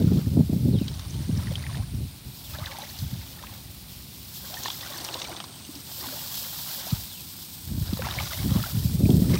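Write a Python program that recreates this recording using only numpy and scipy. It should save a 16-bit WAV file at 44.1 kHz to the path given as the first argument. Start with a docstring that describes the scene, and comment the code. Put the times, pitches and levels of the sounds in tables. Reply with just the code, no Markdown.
"""Wading through a flooded rice field

Close by, each stride sloshes, throws drops and traps bubbles: shaped click trains and gliding, ringing tones.
The legs brush the leaves, a dense bright hiss of tiny catches with snaps and flicks.
Insects shrill all around in narrow bands of noise, and a far bird repeats a falling whistle.
Gusts of noise and low thumps of eddies buffet the microphone at the start and again near the end."""
import sys
import numpy as np
from scipy import signal
from scipy.fft import rfft, irfft, next_fast_len
from scipy.io import wavfile
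from scipy.ndimage import uniform_filter1d

SR = 44100
rng = np.random.default_rng(int(sys.argv[2]) if len(sys.argv) > 2 else 0)


def materialize(psi):
    """Save the field psi as 16-bit PCM at rate SR to the path in sys.argv[1].

    A 1-D psi becomes a single channel; in a 2-D psi each row is a channel.
    """
    bounded = np.clip(np.atleast_2d(psi).T, -1, 1)
    quanta = np.round(bounded * 32767).astype(np.int16)
    wavfile.write(sys.argv[1], SR, quanta)


N = 414099
TIME = np.arange(N) / SR   # seconds

# Spectra, each scaled to a set level later. Each row: frequency in Hz, relative density in dB per Hz.
# Open air over the field.
FIELD_SPECTRUM = [(30, -8), (70, 12), (130, 14), (250, 8), (450, -8), (900, -10.5), (1700, -13.5),
                  (2400, -6.5), (3200, -8), (4300, -4.5), (6500, -19.5), (10000, -10.5), (16000, -37)]
# Wind at the microphone, before gust force tilts it.
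WIND_SPECTRUM = [(25, -40), (40, -43), (65, 0), (110, 2), (200, -5), (300, -16), (500, -34.5), (900, -64),
                 (2000, -80)]
# Blades sliding over cloth.
LEAF_SPECTRUM = [(500, -50), (1000, -5), (1500, -29), (2100, -15.5), (3300, 1), (5200, 3), (6200, -2.5),
                 (8000, -1), (9300, -10.5), (10100, -6), (11200, 0), (13000, 2.5), (15500, 3.5)]
# Bent stalks crackling.
STALK_SPECTRUM = [(500, -13), (800, 9), (1150, -2), (1500, 5.5), (2100, -5), (3200, -11), (6000, -20)]
# Deep churn around the leg.
CHURN_SPECTRUM = [(150, -17), (260, -2.5), (350, 5), (480, -6.5), (700, -1), (1050, -2.5), (1500, -19),
                  (3000, -36)]
# Splatter of the slosh.
SLOSH_SPECTRUM = [(250, -36), (480, -8), (620, -4), (950, 2), (1250, -3.5), (1550, -2), (2200, -2),
                  (3200, -3), (7000, -14)]
# Fine flung spray.
SPRAY_SPECTRUM = [(1500, -4), (2600, -14.5), (3600, 5), (5200, 0.5), (7000, -1), (10000, -28), (16000, -38)]
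# Falling drops.
PATTER_SPECTRUM = [(400, -25), (650, -2.5), (1000, 0.5), (1400, -5), (2000, -4), (2700, -3.5), (3700, 2),
                   (5500, -2.5), (8000, -15), (15000, -30)]

# Insect choruses all around. Each row: time in seconds, high chorus level in dB, low chorus level in dB.
INSECT_LEVELS = [(0, -62, -71), (1.3, -58.5, -57), (1.7, -53.5, -66), (2.2, -62, -63), (4.2, -60.5, -66),
                 (5, -68, -52), (7.7, -69, -53.5), (8.3, -51, -60.5), (9.39, -56, -49.5)]
# Far bird whistles. Each row: start in seconds, level in dB before the flutter, starting pitch in Hz.
BIRD_WHISTLES = [(.72, -46, 4700), (2.43, -50, 4000), (3.14, -57, 3700), (3.86, -56, 4600),
                 (5.51, -56, 3900), (6.79, -52, 4300), (7.09, -48, 4500), (8.75, -54, 3900)]
# Gusts on the microphone. Each row: start in seconds, hold in seconds, level in dB before lumps and trim.
WIND_GUSTS = [(0.0, 0.17, -16.5), (0.27, .15, -20), (0.54, 0.23, -19.5), (0.92, 0.02, -26),
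              (1.05, 0.028, -29.5), (1.15, .04, -27), (1.28, 0.11, -26), (1.44, 0.072, -27),
              (1.58, 0.27, -30), (1.94, .09, -29), (2.26, 0.035, -38), (2.47, 0.19, -36),
              (2.91, 0.034, -40), (3.02, 0.028, -32), (3.13, 0.063, -35), (3.26, .76, -44),
              (4.15, 0.35, -50), (6.93, 0.043, -36.5), (7.68, .08, -32), (7.78, 0.45, -32),
              (8.39, 0.11, -28), (8.5, 0.064, -22), (8.76, 0.24, -23.5), (9.03, 0.32, -18.5)]
# Strong eddies hitting the microphone port. Each row: middle in seconds, level in dB before a trim,
# pitch at the middle in Hz.
PORT_EDDIES = [(0.074, -12, 166), (0.164, -11.5, 203), (0.278, -13, 167), (0.33, -15, 128),
               (0.377, -2, 200), (0.398, -6, 187), (0.41, -4, 176), (0.501, -9.5, 191), (0.534, -10, 201),
               (0.819, -9.5, 195), (1.298, -12, 184), (1.333, -12, 122), (1.382, -15.5, 145),
               (1.51, -14, 121), (1.804, -16.5, 102), (1.948, -17.5, 152), (2.625, -22, 99),
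               (3.033, -22.5, 105), (3.137, -17.5, 134), (6.933, -8.5, 128), (7.784, -15.5, 168),
               (7.824, -11.5, 90), (7.934, -13, 190), (8.522, -6.5, 135), (8.565, -7.5, 174),
               (8.753, -14.5, 137), (8.779, -13, 118), (8.857, -8.5, 131), (8.954, -9.5, 141),
               (9.01, -17, 260), (9.039, -3.5, 149), (9.062, -5.5, 192), (9.096, -6, 260), (9.114, -5, 205),
               (9.17, -10, 161), (9.227, -6.5, 172), (9.288, -15, 173)]
# A leg sweeps through a clump of leaves. Each row: start in seconds, hold in seconds, level in dB before trims.
LEAF_BRUSHES = [(0.0, 0.52, -52.5), (2.43, 0.062, -47), (2.94, 0.092, -48), (3.3, 0.77, -53),
                (4.36, 0.3, -43.5), (4.8, 0.15, -48), (5.98, 0.22, -40.5), (6.39, 0.33, -37.5),
                (6.88, 0.097, -42.5), (7.3, .7, -46), (8.3, 0.39, -41), (8.8, 0.29, -45), (9.22, .17, -44)]
# Dry blades flicking free. 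Each row: start in seconds, peak in dB.
BLADE_FLICKS = [(2.786, -29), (4.5875, -29), (4.6344, -29), (4.9781, -27), (5.043, -24), (5.2939, -32),
                (6.8748, -25), (7.5383, -35)]
# Sharp slaps of water and snapping stalks. Each row: start in seconds, level in dB before a trim,
# crack centre in Hz, low plash in dB relative to the crack.
WATER_SLAPS = [(0.175, -27, 3870, -6), (0.787, -35, 3960, -12), (0.8808, -19, 3680, -31),
               (0.9947, -26, 3720, -6), (1.1064, -29, 6140, -21), (1.3743, -26.5, 4940, -17),
               (1.556, -24, 3170, -20), (1.6659, -27, 1830, -19), (2.5855, -31, 3620, -1),
               (2.6585, -23, 3380, -15), (2.8429, -33, 5610, -7), (2.9878, -25, 4200, -16),
               (3.469, -27.5, 2100, -15), (4.5411, -22.5, 3300, -7), (4.6352, -21.5, 6580, -24),
               (4.6577, -24, 1770, -6), (4.6815, -18.5, 3460, -13), (4.702, -17.5, 3360, -9),
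               (4.8098, -22, 3660, -16), (5.047, -18, 5210, -6), (5.087, -19, 2700, 3),
               (5.141, -18.5, 3950, -19), (5.217, -18.5, 3800, -16), (5.249, -23, 3640, -22),
               (5.365, -24, 3500, -19), (5.4024, -17, 3100, 2), (5.44, -25.5, 4230, -2),
               (5.753, -25, 4870, -23), (6.3738, -22, 4550, -15), (6.8766, -28, 5320, -2),
               (6.906, -20.5, 4230, -24), (7.933, -23, 4090, -10), (7.9714, -23, 3840, -4),
               (8.0207, -21, 1500, 10), (8.0684, -29, 1670, -6), (8.1095, -22, 3670, -20),
               (8.1868, -24, 2240, -12), (8.2, -20, 2600, -8), (8.3263, -21, 2860, -12),
               (8.6276, -21.5, 3700, -18), (9.103, -22.5, 3470, -9.5), (9.358, -29.5, 2280, -4)]
# Air pockets that open or close around a foot. Each row: start in seconds, length in seconds,
# start pitch in Hz, end pitch in Hz, level in dB before a trim.
FOOT_SQUELCHES = [(1.75, 0.071, 573, 900, -36), (2.531, 0.037, 937, 2290, -29),
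                  (2.61, 0.032, 688, 1610, -29.5), (2.665, 0.012, 1410, 2400, -24.5),
                  (2.677, 0.0255, 880, 1280, -36), (2.712, 0.019, 2500, 1460, -31),
                  (2.729, 0.035, 1010, 880, -33), (2.798, 0.047, 794, 906, -33.5),
                  (4.524, 0.0485, 642, 910, -31), (4.993, 0.089, 900, 1050, -51),
                  (5.281, 0.036, 960, 510, -29.5), (6.033, 0.034, 1280, 843, -32),
                  (8.563, 0.033, 1290, 690, -30)]
# Single large bubbles. Each row: start in seconds, level in dB, starting pitch in Hz, 60 dB decay in seconds.
LARGE_BUBBLES = [(0.787, -30.5, 3700, 0.02), (1.471, -29.5, 1900, .019), (1.515, -25, 543, 0.025),
                 (1.555, -21, 3180, 0.018), (1.639, -30.5, 1950, .025), (1.666, -28, 1820, 0.013),
                 (1.746, -33, 1750, .027), (2.586, -32.5, 597, 0.064), (2.586, -26, 3650, .013),
                 (2.661, -24, 3700, .009), (2.715, -28.5, 2210, 0.018), (2.786, -27, 800, .042),
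                 (2.82, -28, 3850, .02), (3.39, -38.5, 1780, .027), (3.437, -29, 990, 0.016),
                 (4.541, -29, 3200, 0.038), (4.57, -32, 1790, 0.066), (4.653, -27, 4100, 0.038),
                 (4.658, -27, 1770, .033), (4.658, -18, 1010, .017), (4.684, -22, 900, 0.021),
                 (5.156, -31, 1010, .03), (5.161, -30.5, 550, 0.032), (5.251, -32, 2290, .031),
                 (5.308, -30, 443, 0.027), (5.69, -29, 290, 0.062), (5.757, -37, 285, 0.15),
                 (6.06, -29, 900, .03), (6.071, -36, 260, .19), (6.125, -36, 585, 0.11),
                 (6.869, -27, 650, 0.019), (7.993, -22.5, 520, 0.055), (8.021, -28, 1510, .017),
                 (8.069, -18.5, 900, 0.017), (8.087, -24, 1610, 0.017), (8.11, -19, 3700, .014),
                 (8.187, -19.5, 2200, 0.03), (8.206, -24, 810, 0.029), (8.318, -30, 1180, 0.033),
                 (8.638, -22.5, 1370, 0.03), (9.055, -29, 2440, .024), (9.374, -23.5, 2390, .012)]
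# A leg pushes through the water. Each row: start in seconds, hold in seconds, slosh level in dB,
# spray level in dB, deep churn level in dB, all before trims.
LEG_STRIDES = [(0.0, .2, -47.5, -52, -72), (0.818, 0.44, -49, -45, -80), (1.378, .4, -45, -50.5, -66),
               (2.562, 0.26, -43, -48, -59), (2.897, 0.39, -50.5, -46.5, -75),
               (3.39, 0.16, -48.5, -60, -62), (4.458, 0.12, -46.5, -49, -53),
               (4.644, 0.037, -40.5, -36, -52), (4.814, 0.21, -44.5, -44.5, -73),
               (4.96, 0.11, -42, -39.5, -47.5), (5.156, 0.19, -43, -41.5, -46),
               (5.516, 0.39, -55, -42.5, -60), (6.03, .03, -41.5, -40.5, -51),
               (6.14, 0.63, -46.5, -43.5, -66), (6.818, 0.13, -44.5, -44.5, -72),
               (7.864, 0.051, -47, -42, -68), (8.062, 0.032, -34.5, -41, -46),
               (8.187, 0.038, -38, -36.5, -65), (8.343, 0.33, -42, -45, -56),
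               (8.705, 0.26, -51.5, -52, -72), (9.337, .06, -36, -41, -66)]

# One near cricket chirps at a steady pace, swelling to its loudest and fading again.
CRICKET_START_S, CHIRP_EVERY_S, CHIRP_HALF_S = .51, .1175, .044
CRICKET_DB, CRICKET_LOUDEST_S, CRICKET_FADE_DB_PER_S = -57, 1.5, 9
GUST_RISE_S, GUST_FALL_S = 0.091, 0.13   # a gust comes, and goes, by 20 dB in these times
BREEZE_DB = -56.5   # between gusts, before lumps and trim
RASP_DB, RASP_DB_PER_OCTAVE = -30.5, 17.5   # rasp of a 160 Hz eddy, relative to its row; faster ones rasp more
BEND_S, SPRING_BACK_S = 0.43, 0.77   # the leaves swell, and fade, by 20 dB in these times
RUSTLE_DB = -55   # leaves that never stop touching, before trims
PUSH_S, SETTLE_S = 0.15, 0.24   # the water rises, and settles again, by 20 dB in these times
TRICKLE_DB, DRIP_DB, CHURN_REST_DB = -57.5, -50.5, -65.5   # the wake between strides, before trims
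CUTOFF_HZ = 15750   # top of the microphone's range


def from_db(db):
    """Decibels to gain."""
    return 10 ** (np.asarray(db) / 20)


def rms_one(x):
    """Scale to unit rms."""
    return x / np.sqrt(np.mean(x ** 2) + 1e-20)


def in_time(rows):
    """Each column of a curve table, sample by sample."""
    s, *columns = np.transpose(rows)
    return [np.interp(TIME, s, c) for c in columns]


def at_hz(points, hz):
    """Read a spectrum on a log-frequency axis."""
    table_hz, table_db = np.array(points).T
    return np.interp(np.log(hz + 1e-3), np.log(table_hz), table_db)


def drift(rate):
    """Smooth chance of spread 1, changing about rate times a second."""
    r = np.exp(-40 * np.pi * rate / SR)   # computed at every twentieth sample
    noise = rng.standard_normal(N // 20 + 2002)
    slow = signal.lfilter([1], [1, -2 * r, r * r], noise)[2000:]
    return np.interp(np.arange(N) / 20, np.arange(len(slow)), rms_one(slow))


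def coloured(x, spectrum):
    """Give a noise or a click train a spectrum; rms 1."""
    size = next_fast_len(N)
    hz = np.arange(size // 2 + 1) * SR / size
    shaped = irfft(rfft(x, size) * from_db(at_hz(spectrum, hz)), size)
    return rms_one(shaped[:N])


def band_pass(x, low_hz, high_hz):
    """Keep the band between two frequencies."""
    return signal.sosfilt(signal.butter(2, [low_hz, high_hz], "band", fs=SR, output="sos"), x)


def low_pass(x, hz):
    """Soften everything above a frequency."""
    return signal.sosfilt(signal.butter(2, hz, fs=SR, output="sos"), x)


def resonance(x, hz, width_hz):
    """Two-pole resonance, gain about 1 on top."""
    r = np.exp(-np.pi * width_hz / SR)
    feedback = [1, -2 * r * np.cos(2 * np.pi * hz / SR), r * r]
    return signal.lfilter(np.array([1, 0, -1]) * (1 - r * r) / 2, feedback, x)


def grains(per_s, spread_db):
    """Random clicks of either sign, most small and a few large."""
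    chance, out = rng.random(N), np.zeros(N)
    size, sign = rng.exponential(1, N), rng.random(N) - .5
    at = chance < per_s / SR
    out[at] = from_db(spread_db * np.minimum(size[at], 4)) * np.sign(sign[at])
    return out


def add(out, s, sound):
    """Mix a short sound in at time s."""
    start = int(np.clip(round(s * SR), 0, N))
    out[start:start + len(sound)] += sound[:N - start]


def swells(rows, rise_s, fall_s, rest_db):
    """Rise, hold and fall for each row (s, hold s, dB), over a resting level; the joint level in dB."""
    t, power = TIME[::50], from_db(rest_db) ** 2
    for s, hold, db in rows:
        outside = np.maximum(s - t, 0) / rise_s + np.maximum(t - s - hold, 0) / fall_s
        power = power + from_db(db - 20 * np.minimum(outside, 10)) ** 2
    return np.interp(TIME, t, 10 * np.log10(power))


def field():
    """Open air: a low far rumble and the soft hiss of the crop."""
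    return from_db(-46.5) * coloured(rng.standard_normal(N), FIELD_SPECTRUM)


def shrill(low_hz, high_hz):
    """Insect voices merged into noise in a narrow, steep band; rms 1."""
    return rms_one(band_pass(rng.standard_normal(N), low_hz, high_hz))


def cricket_chirps(count):
    """Loudness of an evenly paced run of short, round chirps."""
    times = CRICKET_START_S + CHIRP_EVERY_S * np.arange(count)
    levels_db = CRICKET_DB - CRICKET_FADE_DB_PER_S * np.abs(times - CRICKET_LOUDEST_S)
    loudness = np.zeros(N)
    for s, db in zip(times, levels_db):
        loudness += from_db(db) * np.exp(-((TIME - s) / CHIRP_HALF_S) ** 4)
    return loudness


def insects():
    """Far choruses merge into narrow bands of shrill hiss; one cricket chirps above them."""
    high_db, low_db = in_time(INSECT_LEVELS)
    high = from_db(high_db) * shrill(8850, 9400)
    low = from_db(low_db) * shrill(8050, 8900)
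    cricket = cricket_chirps(count=15) * shrill(9780, 10100)
    return high + low + cricket


def bird(end_hz, glide_s, length_s):
    """A thin, wavering whistle that drops quickly, then levels out and fades; distance breaks it up."""
    out, t = np.zeros(N), np.arange(int(length_s * SR)) / SR
    waver = 1 + .025 * drift(150)
    fade = np.minimum(t / 0.017, 1) * np.sqrt(1 - t / length_s)
    for s, db, start_hz in BIRD_WHISTLES:
        glide = end_hz + (start_hz - end_hz) * np.exp(-t / glide_s)
        pitch = glide * waver[int(s * SR):][:len(t)]
        call = from_db(db) * np.sin(2 * np.pi * np.cumsum(pitch) / SR) * fade
        add(out, s, call)
        add(out, s + 0.0096, .5 * call)   # a weaker path off the field
    return out * from_db(3.2 * drift(130))


def wind():
    """Lumpy turbulence at the port; a faster gust is louder and reaches higher, in short bursts."""
    level_db = swells(WIND_GUSTS, GUST_RISE_S, GUST_FALL_S, BREEZE_DB) + 2.0 * drift(10.3)
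    force = np.clip((level_db + 45.5) / 24, 0, 1.2)
    lumps = np.tanh(drift(31.5))
    tilt_db = 19.4 * (force - 1) + 1.6 * lumps   # per octave above 110 Hz
    edges = 25 * 2 ** (np.arange(13) / 2)   # half-octave bands, Hz
    white = rng.standard_normal((2, N))   # neighbouring bands take different noises
    out, power = np.zeros(N), 0
    for k, (low, high) in enumerate(zip(edges, edges[1:])):
        hz = np.sqrt(low * high)
        band = band_pass(white[k % 2], low, high)
        octaves = np.clip(np.log2(hz / 110), -1.2, 2)
        gain = from_db(at_hz(WIND_SPECTRUM, hz) + tilt_db * octaves)
        out += gain * band
        power = power + gain ** 2 * np.mean(band ** 2)
    out = low_pass(out / np.sqrt(power), 620)
    # even out the slow level, so that the gust alone sets it
    steady = out / np.sqrt(uniform_filter1d(out ** 2, size=2200) + 1e-9)
    slack = np.clip(1 - 3 * force, 0, 1)
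    return steady * from_db(level_db - 2.5 + 3.0 * lumps - 2 * slack)


def eddies():
    """An eddy sweeps over the port: a thump of about two swings that slow down, with a brief fine rasp."""
    out, t = np.zeros(N), np.arange(-SR // 40, SR // 40) / SR
    fine = band_pass(rng.standard_normal((len(PORT_EDDIES), len(t))), 330, 680)
    fine = low_pass(fine, 900)
    slowing = 0.57   # pitch falls by this exponent per cycle
    for (s, db, hz), turn, rasp in zip(PORT_EDDIES, rng.random(len(PORT_EDDIES)), fine):
        cycles = hz * t
        phase = (1 - np.exp(-slowing * cycles)) / slowing + turn
        thump = np.exp(-(cycles / 0.88) ** 2) * np.sin(2 * np.pi * phase)
        rasp = rasp * np.exp(-(t / 0.0079) ** 2)
        rasp_db = db + RASP_DB + RASP_DB_PER_OCTAVE * np.log2(hz / 160)
        add(out, s + t[0], from_db(db - 4.5) * thump + from_db(rasp_db) * rasp / np.abs(rasp).max())
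    return out


def leaves():
    """Rough blades slide over cloth: a dense, bright hiss of tiny catches, and a tick when one flicks free."""
    level_db = swells(LEAF_BRUSHES, BEND_S, SPRING_BACK_S, RUSTLE_DB)
    catches = grains(per_s=12000, spread_db=2.5) + grains(per_s=61, spread_db=5.5)
    out = from_db(level_db + 5.0 + 1.33 * drift(16)) * coloured(catches, LEAF_SPECTRUM)
    crackle = coloured(grains(per_s=220, spread_db=3.0), STALK_SPECTRUM)   # bent stalks sound lower
    out += from_db(level_db - 16.5) * crackle
    t = np.arange(SR // 100) / SR
    for s, db in BLADE_FLICKS:
        noise = rng.standard_normal(len(t))
        tick = resonance(noise * np.exp(-t / 0.0026), hz=13000, width_hz=8200)
        add(out, s, from_db(db) * tick / np.abs(tick).max())
    return out


def slaps():
    """A contact of a few milliseconds, coloured by the size of drop or stalk, over the surface's low plash."""
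    out, t = np.zeros(N), np.arange(SR // 25) / SR
    contact = np.exp(-t / 0.0025) + from_db(-15) * np.exp(-t / 0.013)
    for s, db, hz, plash_db in WATER_SLAPS:
        burst = np.tanh(2 * rng.standard_normal(len(t))) * contact
        crack = resonance(burst, hz, width_hz=860)
        plash = from_db(plash_db) * resonance(burst, hz=1040, width_hz=600)
        slap = band_pass(crack + plash, 450, 6500)
        add(out, s, from_db(db - 3.0) * slap / np.abs(slap).max())
    return out


def squelches():
    """A cavity changes size quickly while splashing water excites it, so its rough, wet note glides."""
    out = np.zeros(N)
    excitation = .7 + .5 * (drift(190) + 1j * drift(190))   # roughens both loudness and phase
    for s, length, start_hz, end_hz, db in FOOT_SQUELCHES:
        progress = np.linspace(0, 1, int(length * SR))
        pitch = start_hz * (end_hz / start_hz) ** progress
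        carrier = np.exp(2j * np.pi * np.cumsum(pitch) / SR)
        note = excitation[int(s * SR):][:len(pitch)] * carrier
        envelope = np.sqrt(np.abs(np.sin(np.pi * progress)))
        add(out, s, from_db(db - 9) * note.real * envelope)
    return out


def bubble(hz, t60, rise):
    """Trapped air rings and climbs in pitch as it nears the surface."""
    t = np.arange(int(t60 * SR) + 2) / SR
    cycles = hz * (t + rise * t * t / (2 * t60))
    onset = 1 - np.exp(-2 * cycles)
    return np.sin(2 * np.pi * cycles) * from_db(-60 * t / t60) * onset


def plops():
    """The large bubbles that stand out of the strides."""
    out = np.zeros(N)
    for s, db, hz, t60 in LARGE_BUBBLES:
        add(out, s, from_db(db) * bubble(hz, t60, rise=0.25 * rng.random()))
    return out


def bubble_cloud(low_hz, high_hz, ring_cycles, spread_db, rise, count):
    """Many small bubbles of random pitch, size and moment; rms 1."""
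    out = np.zeros(N)
    for when, pitch, size, damping, climb in rng.random((count, 5)):
        hz = low_hz * (high_hz / low_hz) ** pitch
        gain = from_db(spread_db * size ** 2) * np.sqrt(hz)
        t60 = ring_cycles * (.5 + damping) / hz
        add(out, when * N / SR, gain * bubble(hz, t60, rise * climb))
    return rms_one(out)


def patter(per_s, spread_db, contact_s):
    """Thrown drops land one by one, each a short wet tick; rms 1."""
    t = np.arange(SR // 80) / SR
    out, size = np.zeros(N), grains(per_s, spread_db)
    noise = rng.standard_normal(N + len(t))
    for at in np.flatnonzero(size):
        add(out, at / SR, size[at] * noise[at:at + len(t)] * np.exp(-t / contact_s))
    return coloured(out, PATTER_SPECTRUM)


def wading():
    """A leg churns the water into splatter and bubbles, and flings a finer spray of drops."""
    s, hold, slosh_peak, spray_peak, churn_peak = np.transpose(LEG_STRIDES)
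    slosh_db = swells(zip(s, hold, slosh_peak), PUSH_S, SETTLE_S, TRICKLE_DB)
    spray_db = swells(zip(s, hold, spray_peak), PUSH_S, SETTLE_S, DRIP_DB)
    churn_db = swells(zip(s, hold, churn_peak), PUSH_S, SETTLE_S, CHURN_REST_DB)
    effort = np.clip((slosh_db + 56) / 12, 0, 1)   # a slow leg barely breaks the surface

    churn = coloured(grains(per_s=1100, spread_db=2.5), CHURN_SPECTRUM)
    deep = from_db(churn_db + 2 * drift(34)) * churn

    ticks = from_db(-6.5) * patter(per_s=110, spread_db=2.5, contact_s=0.002)
    splatter = from_db(-7) * coloured(grains(per_s=3800, spread_db=0.5), SLOSH_SPECTRUM)
    gurgle = from_db(-6.0) * bubble_cloud(low_hz=506, high_hz=2224, ring_cycles=44,
                                          spread_db=17.5, rise=0.29, count=3000)
    slosh = from_db(slosh_db + 2 * effort * drift(27)) * (splatter + gurgle + ticks)

    mist = from_db(-7.0) * coloured(grains(per_s=5000, spread_db=6.5), SPRAY_SPECTRUM)
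    drops = from_db(-7) * bubble_cloud(low_hz=2792, high_hz=6190, ring_cycles=79,
                                       spread_db=11.5, rise=0.29, count=2200)
    spray = from_db(spray_db + 2 * effort * drift(33)) * (mist + drops)
    return deep + (slosh + spray) * from_db(-5 * (1 - effort))


def scene():
    """All sources at one microphone, with no walls to echo."""
    wildlife = insects() + bird(end_hz=2180, glide_s=.06, length_s=0.14)
    wader = leaves() + slaps() + squelches() + plops() + wading()
    return (field() + wildlife + wind() + eddies() + wader)[None]


def record(dry):
    """The microphone loses the deepest bass; the top is cut steeply."""
    thin = signal.sosfilt(signal.butter(3, 48, "high", fs=SR, output="sos"), dry)
    return signal.sosfilt(signal.ellip(12, .2, 90, CUTOFF_HZ, fs=SR, output="sos"), thin)


dry = scene()
out = record(dry)
materialize(out)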